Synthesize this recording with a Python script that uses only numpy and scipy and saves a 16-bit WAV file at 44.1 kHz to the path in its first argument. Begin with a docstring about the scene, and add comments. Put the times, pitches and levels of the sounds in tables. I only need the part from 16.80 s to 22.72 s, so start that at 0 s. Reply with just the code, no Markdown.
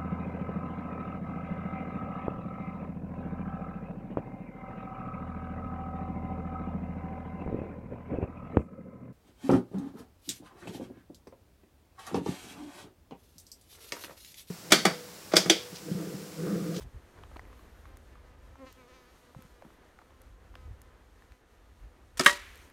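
"""A bow is shot close by in a quiet pine forest: the release scrapes, the string cracks free and slaps,
and blows set the bow's modes ringing. Shaped noise makes the friction, sines that die away make the ring.
The trunks answer with faint echoes and a wash of noise. Knocks, bumps, ticks and crackle are short sines and noise.
A fly buzzes in wing-beat overtones; wandering noise makes the wind's rumble and the forest's murmur and hiss."""
import sys
import numpy as np
from scipy import signal
from scipy.fft import rfft, irfft, next_fast_len
from scipy.io import wavfile
from scipy.ndimage import map_coordinates

SR = 44100
rng = np.random.default_rng(int(sys.argv[2]) if len(sys.argv) > 2 else 0)


def bounce(signal):
    """Save signal as a 16-bit WAV file at the path given by the first command-line argument."""
    frames = np.transpose(np.atleast_2d(signal))
    limited = np.clip(frames, -1, 1)
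    pcm = np.round(limited * 32767).astype(np.int16)
    wavfile.write(sys.argv[1], SR, pcm)


def amplitude_ratio(level_db):
    """Convert a level in decibels to the matching linear amplitude (field) ratio."""
    exponent = np.asarray(level_db, float) / 20
    return 10 ** exponent


N = 261191
T = np.arange(N) / SR  # time of every sample, s

# friction bursts of release, string and arrow, each a crack and a slower wake:
# start_s, crack_db, crack_tilt_db_per_octave, wake_db, wake_tilt_db_per_octave
SCRAPES = [(5.3719, -40, 0.5, -46.5, 2.5), (5.391, -44, -2, -56, 1), (5.3948, -19.5, -0.5, -29.5, -2),
           (5.408, -24, -2.5, -42, -8.5), (5.436, -34.5, .5, -53, -4), (5.446, -31, 7, -37, -1),
           (5.461, -12.5, -.5, -24, -.5)]
# tone colour of the friction: pitch_hz, relative_db
SCRAPE_COLOUR = [(100, -44), (200, -14.5), (400, -12), (800, -15), (1300, -6.5), (2000, -10), (5000, -12),
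                 (9000, -14), (10500, -20), (13000, -23), (15500, -29), (16400, -57)]
CRACK_RISE_S, CRACK_T60_S = 0.00039, 0.034  # t60: time to fall by 60 dB
WAKE_RISE_S, WAKE_T60_S = 0.0031, 0.24
RATTLE_DB, RATTLES_PER_S = 2.5, 170  # the wake is uneven
# the string cracks free, one row: start_s, level_db, start_hz, end_hz, pitch_fall_s, t60_s
SNAP = (5.3962, -10, 5500, 4700, .002, .014)
SLAP_S = 5.3985  # the freed string slaps
# the modes of the slapping string: pitch_hz, level_db, t60_s
STRING_MODES = [(165, -26, .06), (265, -17, .05), (372, -27, .2), (640, -19, .035), (1300, -19, .035),
                (1800, -24, .035), (2200, -29, .04)]
# two blows into the bow, then two fainter echoes of them from the trunks;
# sharper ones hardly move its low modes: start_s, level_db, loss_db_per_octave (under 1500 Hz)
BLOWS_AND_ECHOES = [(5.4608, -13.5, 0), (5.4634, -9.5, 11.5), (5.4826, -25.5, 13), (5.4951, -28.5, 24)]
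# the bow's ringing modes: pitch_hz (once settled), relative_db, t60_s
BOW_MODES = [(188, -15, 0.062), (298, -16, 0.081), (380, -34, 0.52), (582, -10, 0.24), (966, -6, 0.23),
             (1055, 1.5, 0.019), (1163, -9, 0.11), (1275, -2, 0.048), (1380, -3, 0.046), (1724, 7.5, 0.028),
             (1900, -10, 0.14), (1932, -12, 0.17), (2185, 5, 0.032), (2600, -22, 0.12), (2880, -3.5, 0.033),
             (3130, -22.5, .14), (3300, 4, 0.02), (3840, -28.5, 0.26), (3940, 0.5, 0.013),
             (4500, -39, 0.107)]
SLAM_S = 5.46  # the wash from the forest starts here
# the wash from the forest: pitch_hz, level_db, t60_s
TRUNKS = [(150, -62, 0.395), (500, -59, 0.42), (1000, -32, 0.81), (2000, -27, 1.0), (3000, -34.5, 0.93),
          (4500, -32, 0.53), (9950, -51, 0.56), (16000, -66.5, 0.377)]
# small knocks of gear and wood: start_s, level_db, start_hz, end_hz
KNOCKS = [(.009, -45, 1500, 900), (.021, -43, 3600, 3400), (0.388, -48, 1780, 1500),
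          (.436, -40, 3230, 2880), (0.515, -47, 1095, 500), (.5605, -41.5, 1410, 1000),
          (0.5645, -38, 1470, 580), (0.5942, -33.5, 2160, 1900), (0.653, -47, 2190, 2000),
          (.729, -43.5, 1370, 1000), (.792, -46, 1200, 1080), (1.055, -42.5, 1520, 1000),
          (1.355, -48, 1300, 1120), (1.756, -45.5, 1580, 698), (2.548, -44.5, 1314, 500),
          (2.822, -40, 1367, 522), (2.849, -46, 1280, 798), (2.904, -51, 1290, 1000),
          (3.189, -43.5, 2000, 1070), (3.216, -44.5, 1486, 886), (3.305, -48.5, 1396, 1100),
          (3.741, -48.5, 1503, 703), (3.755, -45, 1800, 500), (4.422, -46, 2500, 1500)]
KNOCK_CYCLES = 16  # swings at the end pitch in one t60
# dull bumps on the camera body: start_s, level_db, pitch_hz
BUMPS = [(0.032, -33, 55.3), (0.144, -35, 88), (0.562, -35.5, 308), (2.564, -33, 134), (2.589, -36, 225.6),
         (2.65, -40, 164.4), (2.851, -38, 205), (2.864, -40.5, 207), (3.877, -44, 380), (3.91, -31, 70.4)]
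BUMP_CYCLES = 6.1  # swings in one t60
# dry ticks: start_s, level_db, low_db (lift of the part up to about 4 kHz, before rescaling)
TICKS = [(0.5685, -41, 6), (1.1709, -42.5, -7.5), (1.926, -43, -14), (2.6226, -45, -7.5),
         (3.4174, -49, -13), (3.7541, -36, 12), (4.017, -43, -14), (4.5202, -45, 8), (5.56, -34, 0),
         (5.574, -38, -5), (5.62, -50, -10), (5.7565, -42, -8), (5.775, -47, -7), (5.9, -50, -8)]
# spells of crackle while gear shifts, and of rattling after the slam:
# middle_s, half_length_s, typical_grain_db, typical_pitch_hz
CRACKLES = [(.39, .02, -51, 1800), (.545, .05, -50, 1100), (2.875, .045, -58, 810), (3.22, .04, -56, 1400),
            (5.53, 0.054, -41, 6960), (5.62, 0.032, -50, 7000), (5.89, .03, -59, 7950)]
GRAINS_PER_S, GRAIN_CYCLES = 160, 6.5  # cycles: swings in one t60
GRAIN_SPREAD_DB, GRAIN_PITCH_SPREAD = 5, 0.4  # pitch spread is in natural-log units
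TOP_HZ = 16500  # highest grain pitch, and the band limit of the input stage
# the fly circles close: time_s, wing_beat_hz, level_db, brightness_db_per_octave
FLY = [(1.77, 265, -77, -5), (1.8, 270.7, -67, -9), (1.845, 259.2, -63.5, -8.5), (1.857, 256, -71, -3),
       (1.87, 266, -60.5, -3.5), (1.9, 253.3, -69, -1.5), (1.93, 248.5, -88, 6), (1.97, 258.3, -75, -6),
       (2.0, 255.4, -67.5, -4), (2.07, 237.7, -75, -4.5), (2.092, 258.3, -71, -1.5),
       (2.122, 247, -68, -3.5), (2.145, 261.5, -70.5, -0.5), (2.25, 244.5, -74.5, -2.5),
       (2.29, 254.2, -75, -1), (2.38, 255, -85, -1)]
# the fly passes further off: start_s, length_s, level_db, wing_beat_hz (at the start)
PASSES = [(0.722, .06, -74.5, 252.5), (0.899, 0.055, -78, 239.3), (1.049, 0.097, -75.5, 268),
          (1.329, 0.053, -76, 249.9), (1.469, 0.066, -76, 252.3), (2.438, 0.081, -75.5, 247.2),
          (2.573, .09, -73, 261.7), (2.711, .08, -77, 246.3), (2.95, .14, -81, 249.7),
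          (3.352, 0.0703, -79.5, 263.6), (3.647, 0.063, -88, 260), (3.768, .095, -73, 256.9),
          (4.041, 0.071, -78.5, 258), (4.496, 0.049, -78.5, 254)]
SAG_HZ_PER_S = 70  # the beat slows through a pass
PASS_FADE_S, PASS_BRIGHT_DB_PER_OCTAVE, GONE_DB = 0.035, -4, -84
# tone colour of the buzz: pitch_hz, relative_db
WING_COLOUR = [(250, -5), (500, 1), (770, -8), (1030, 2.5), (1300, 3), (1550, -4), (1800, -0.5),
               (2300, -1.5), (2900, -4), (4300, -7.5), (6500, -9.5), (9000, -26)]
# the highest treble swells softly, like dry leaves stirring: middle_s, half_length_s, level_db
STIRS = [(.9, 0.25, -81), (2.274, 0.14, -79), (2.881, .08, -81)]
# broad puffs of hiss, at the very start and after the shot: middle_s, half_length_s, level_db
PUFFS = [(.02, 0.019, -60), (5.7, 0.18, -67)]
# wind on the microphone: time_s, rumble_db
WIND = [(0.0, -52), (0.05, -33.5), (0.1, -58), (0.16, -41), (0.21, -61), (0.61, -49), (0.71, -54),
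        (1.75, -54), (2.24, -66.5), (2.6, -61), (3.25, -67), (3.4, -53.5), (3.66, -58), (3.92, -40.5),
        (3.96, -53), (4.42, -63.5), (4.53, -54), (4.57, -70), (5.04, -50.5), (5.14, -68.5), (5.24, -58),
        (5.85, -56.5), (5.92, -68)]
# breeze in the trees: time_s, murmur_db, needle_hiss_db
BREEZE = [(0, -62, -72), (.45, -58.5, -71), (.8, -60, -71), (1.15, -62, -73.5), (1.7, -62, -74.5),
          (1.9, -62.5, -70.5), (2.6, -62.5, -71.5), (3.3, -62.5, -74.5), (5.3, -64.5, -75),
          (5.92, -61, -72)]
# tone colour of the wind's rumble: pitch_hz, relative_db
RUMBLE_COLOUR = [(15, -55), (25, -28), (33, -8.5), (43, 5.5), (59, 3), (73, 1.5), (110, -9.5), (173, -24.5),
                 (250, -29.5), (400, -78)]
# tone colour of the far forest's murmur: pitch_hz, relative_db
MURMUR_COLOUR = [(71, -1), (120, -5), (268, -2.5), (337, -1), (498, -3.5), (669, -6.5), (1880, -11),
                 (2250, -16.5), (6000, -33.5), (7800, -56), (13200, -120)]
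# tone colour of the hiss: pitch_hz, relative_db
HISS_COLOUR = [(1760, -11.5), (3000, -3), (3530, -4), (4220, -4.5), (4900, -8), (6510, -5.5), (7720, -9),
               (9490, -7.5), (10500, -13.5), (12900, -9.5), (15400, -21), (16100, -23), (16400, -21)]


def unit(x):
    """Scale to an rms of 1."""
    return x / np.sqrt(np.mean(x ** 2) + 1e-20)


def along(points, hz):
    """Read a curve of pitch and value points, with pitch on a log axis."""
    point_hz, value = np.transpose(points)
    return np.interp(np.log(hz + 1), np.log(point_hz + 1), value)


def curves(rows):
    """Give one value per sample for each column after the time."""
    time_s, *columns = np.transpose(rows)
    return [np.interp(T, time_s, column) for column in columns]


def wobble(rate):
    """Draw a smooth random curve with this many knots a second."""
    knots = rng.standard_normal(int(N * rate / SR) + 4)
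    return map_coordinates(knots, [T * rate])


def noise(size, db_of_hz):
    """Colour random noise by a level curve, at an rms of about 1."""
    hz = np.fft.rfftfreq(next_fast_len(size + 8192), 1 / SR)
    spectrum = rfft(rng.standard_normal(2 * len(hz) - 2))
    return unit(irfft(spectrum * amplitude_ratio(db_of_hz(hz)))[:size])


def add(track, start_s, sound):
    """Mix a sound into a track at its start time."""
    part = track[round(start_s * SR):][:len(sound)]
    part += sound[:len(part)]


def fade(t, rise_s, t60_s):
    """A soft rise, then an exponential fall."""
    return (1 - np.exp(-t / rise_s)) * amplitude_ratio(-60 * t / t60_s)


def falling(t, start_hz, end_hz, fall_s):
    """A sine whose pitch glides from start to end, fast at first."""
    glide = (start_hz - end_hz) * fall_s * (1 - np.exp(-t / fall_s))
    return np.sin(2 * np.pi * (end_hz * t + glide))


def swells(rows):
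    """Flat-topped swells of level from rows of middle, half length and dB."""
    return sum(amplitude_ratio(db) * np.exp(-((T - middle_s) / half_s) ** 4) for middle_s, half_s, db in rows)


def grit(size, tilt_db):
    """Friction is a rough noise, tilted darker or brighter around 3 kHz."""
    return noise(size, lambda hz: along(SCRAPE_COLOUR, hz) + tilt_db * np.log2(hz / 3000 + 0.015))


def scrapes():
    """Each friction burst is a sharp crack of noise with a slower, uneven wake."""
    out, t = np.zeros(N), T[:SR // 2]
    for start_s, crack_db, crack_tilt_db, wake_db, wake_tilt_db in SCRAPES:
        crack = amplitude_ratio(crack_db) * fade(t, CRACK_RISE_S, CRACK_T60_S) * grit(len(t), crack_tilt_db)
        uneven_db = wake_db + RATTLE_DB * wobble(RATTLES_PER_S)[:len(t)]
        wake = amplitude_ratio(uneven_db) * fade(t, WAKE_RISE_S, WAKE_T60_S) * grit(len(t), wake_tilt_db)
        add(out, start_s, crack + wake)
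    return out


def string():
    """The string snaps free with a sinking chirp, then slaps; its low modes swell later than its high ones."""
    out, t = np.zeros(N), T[:SR // 2]
    start_s, level_db, start_hz, end_hz, fall_s, t60_s = SNAP
    add(out, start_s, amplitude_ratio(level_db) * fade(t, 0.001, t60_s) * falling(t, start_hz, end_hz, fall_s))
    for hz, db, mode_t60_s in STRING_MODES:
        add(out, SLAP_S, amplitude_ratio(db) * fade(t, 0.67 / hz, mode_t60_s) * np.sin(2 * np.pi * hz * t))
    return out


def bow():
    """Blows ring the bow's modes, which start flat and climb as it settles; echoes repeat them fainter."""
    out, t = np.zeros(N), T[:SR // 2]
    modes = []
    for k, (hz, db, t60_s) in enumerate(BOW_MODES):
        sign = (-1) ** k  # neighbouring modes start in opposite directions
        modes.append(sign * amplitude_ratio(db) * fade(t, 0.00062, t60_s) * falling(t, 0.96 * hz, hz, 0.019))
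    octaves_under = np.maximum(np.log2(1500 / np.array(BOW_MODES)[:, 0]), 0)
    for start_s, db, loss_db in BLOWS_AND_ECHOES:
        add(out, start_s, amplitude_ratio(db - loss_db * octaves_under) @ np.array(modes))
    return out


def forest():
    """Countless trunks scatter the slam into a wash that swells late; each pitch dies at its own speed."""
    out = np.zeros(N)
    hz, t, spectrum = signal.stft(rng.standard_normal(SR // 2), SR, nperseg=256)
    colour = amplitude_ratio(along([(f, db) for f, db, _ in TRUNKS], hz))[:, None]
    t60_s = along([(f, t60) for f, _, t60 in TRUNKS], hz)[:, None]
    wash = signal.istft(spectrum * colour * fade(t, 0.061, t60_s), SR, nperseg=256)[1]
    add(out, SLAM_S, wash)
    return out


def knocks():
    """Struck gear and wood ring briefly with sinking pitch, under a short crack of noise."""
    out, t = np.zeros(N), T[:SR // 4]
    colour = [(300, -12), (1000, 9), (3000, -9), (9000, -26.5)]  # pitch_hz, relative_db
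    for start_s, db, start_hz, end_hz in KNOCKS:
        ring = fade(t, 0.0004, KNOCK_CYCLES / end_hz) * falling(t, start_hz, end_hz, 0.00143)
        crack = 0.48 * fade(t, 0.00017, 0.016) * noise(len(t), lambda hz: along(colour, hz))
        add(out, start_s, amplitude_ratio(db) * (ring + crack))
    return out


def bumps():
    """A bumped camera body makes a few low swings that die quickly."""
    out, t = np.zeros(N), T[:SR // 4]
    for start_s, db, hz in BUMPS:
        swing = falling(t, 1.03 * hz, hz, 0.45 / hz)
        add(out, start_s, amplitude_ratio(db) * fade(t, 0.23 / hz, BUMP_CYCLES / hz) * swing)
    return out


def ticks():
    """Dry ticks are very short puffs of noise, some dull and some all treble."""
    out, t = np.zeros(N), T[:SR // 4]
    for start_s, db, low_db in TICKS:
        colour = [(300, low_db - 25), (1500, low_db + 11), (4000, low_db + 0.5),
                  (8000, -7.5), (14000, -5.5), (16500, -23)]  # pitch_hz, relative_db
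        puff = noise(len(t), lambda hz: along(colour, hz))
        add(out, start_s, amplitude_ratio(db) * fade(t, 0.00025, 0.0066) * puff)
    return out


def crackle():
    """Short damped sines at chance times, sizes and pitches inside each spell."""
    out, t = np.zeros(N), T[:SR // 40]
    for middle_s, half_s, db, typical_hz in CRACKLES:
        for _ in range(round(2 * half_s * GRAINS_PER_S)):
            size, pitch = rng.standard_normal(2)
            hz = min(typical_hz * np.exp(GRAIN_PITCH_SPREAD * pitch), TOP_HZ)
            grain = fade(t, 0.0002, GRAIN_CYCLES / hz) * np.sin(2 * np.pi * hz * t)
            start_s = middle_s + half_s * rng.uniform(-1, 1)
            add(out, start_s, amplitude_ratio(db + GRAIN_SPREAD_DB * size) * grain)
    return out


def flight():
    """Beat, level and brightness of the fly: close circling, and far passes that fade in, sag and fade out."""
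    far = []
    for start_s, length_s, db, hz in PASSES:
        shape = [(-PASS_FADE_S, GONE_DB), (0, db), (length_s, db), (length_s + PASS_FADE_S, GONE_DB)]
        for since_s, level_db in shape:
            beat_hz = hz - SAG_HZ_PER_S * since_s
            far.append((start_s + since_s, beat_hz, level_db, PASS_BRIGHT_DB_PER_OCTAVE))
    return curves(sorted(FLY + far))


def fly():
    """Overtones of a trembling wing beat, brighter when the fly turns towards the microphone."""
    beat_hz, level_db, bright_db = flight()
    turns = np.cumsum(beat_hz * (1 + 0.006 * wobble(80))) / SR
    buzz = np.zeros(N)
    for k in range(1, 31):
        overtone_db = along(WING_COLOUR, k * beat_hz) + bright_db * np.log2(k / 4) + 2.2 * wobble(18)
        buzz += amplitude_ratio(overtone_db) * np.sin(2 * np.pi * k * turns + rng.uniform(0, 2 * np.pi))
    return np.sqrt(2) * amplitude_ratio(level_db) * buzz


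def stirs():
    """Soft, flickering swells of hiss in the highest treble."""
    colour = [(8000, -42), (11000, 0), (13500, -3), (16000, -16)]  # pitch_hz, relative_db
    return swells(STIRS) * amplitude_ratio(2.8 * wobble(29.6)) * noise(N, lambda hz: along(colour, hz))


def wind():
    """Wind pressing on the microphone rumbles in lumps of low noise."""
    rumble_db, = curves(WIND)
    rumble = unit(amplitude_ratio(1.2 * wobble(10)) * noise(N, lambda hz: along(RUMBLE_COLOUR, hz)))
    return amplitude_ratio(rumble_db) * rumble


def breeze():
    """Moving air makes the far forest murmur and the needles hiss; two broad puffs of hiss come on top."""
    murmur_db, hiss_db = curves(BREEZE)
    murmur = amplitude_ratio(1.4 * wobble(24)) * noise(N, lambda hz: along(MURMUR_COLOUR, hz))
    hiss = amplitude_ratio(1.2 * wobble(14)) * noise(N, lambda hz: along(HISS_COLOUR, hz))
    return amplitude_ratio(murmur_db) * murmur + (amplitude_ratio(hiss_db) + swells(PUFFS)) * hiss


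def scene():
    """The shot and its echoes over the quiet forest, in one channel."""
    shot = scrapes() + string() + bow()
    handling = knocks() + bumps() + ticks() + crackle()
    return (shot + forest() + handling + fly() + stirs() + wind() + breeze())[None]


def top_cut(x):
    """Nothing passes above the cut-off."""
    return signal.sosfilt(signal.butter(12, 16640, fs=SR, output="sos"), x)


def record(dry):
    """The input stage rounds off the loudest peaks and ends at its band limit."""
    top, hardness = 0.97, 6  # top: the level that peaks cannot pass; harder means a sharper bend
    rounded = dry / (1 + np.abs(dry / top) ** hardness) ** (1 / hardness)
    band_limit = signal.butter(12, TOP_HZ, fs=SR, output="sos")
    limited = signal.sosfiltfilt(band_limit, rounded)
    return top_cut(limited)


dry = scene()
out = record(dry)
bounce(out)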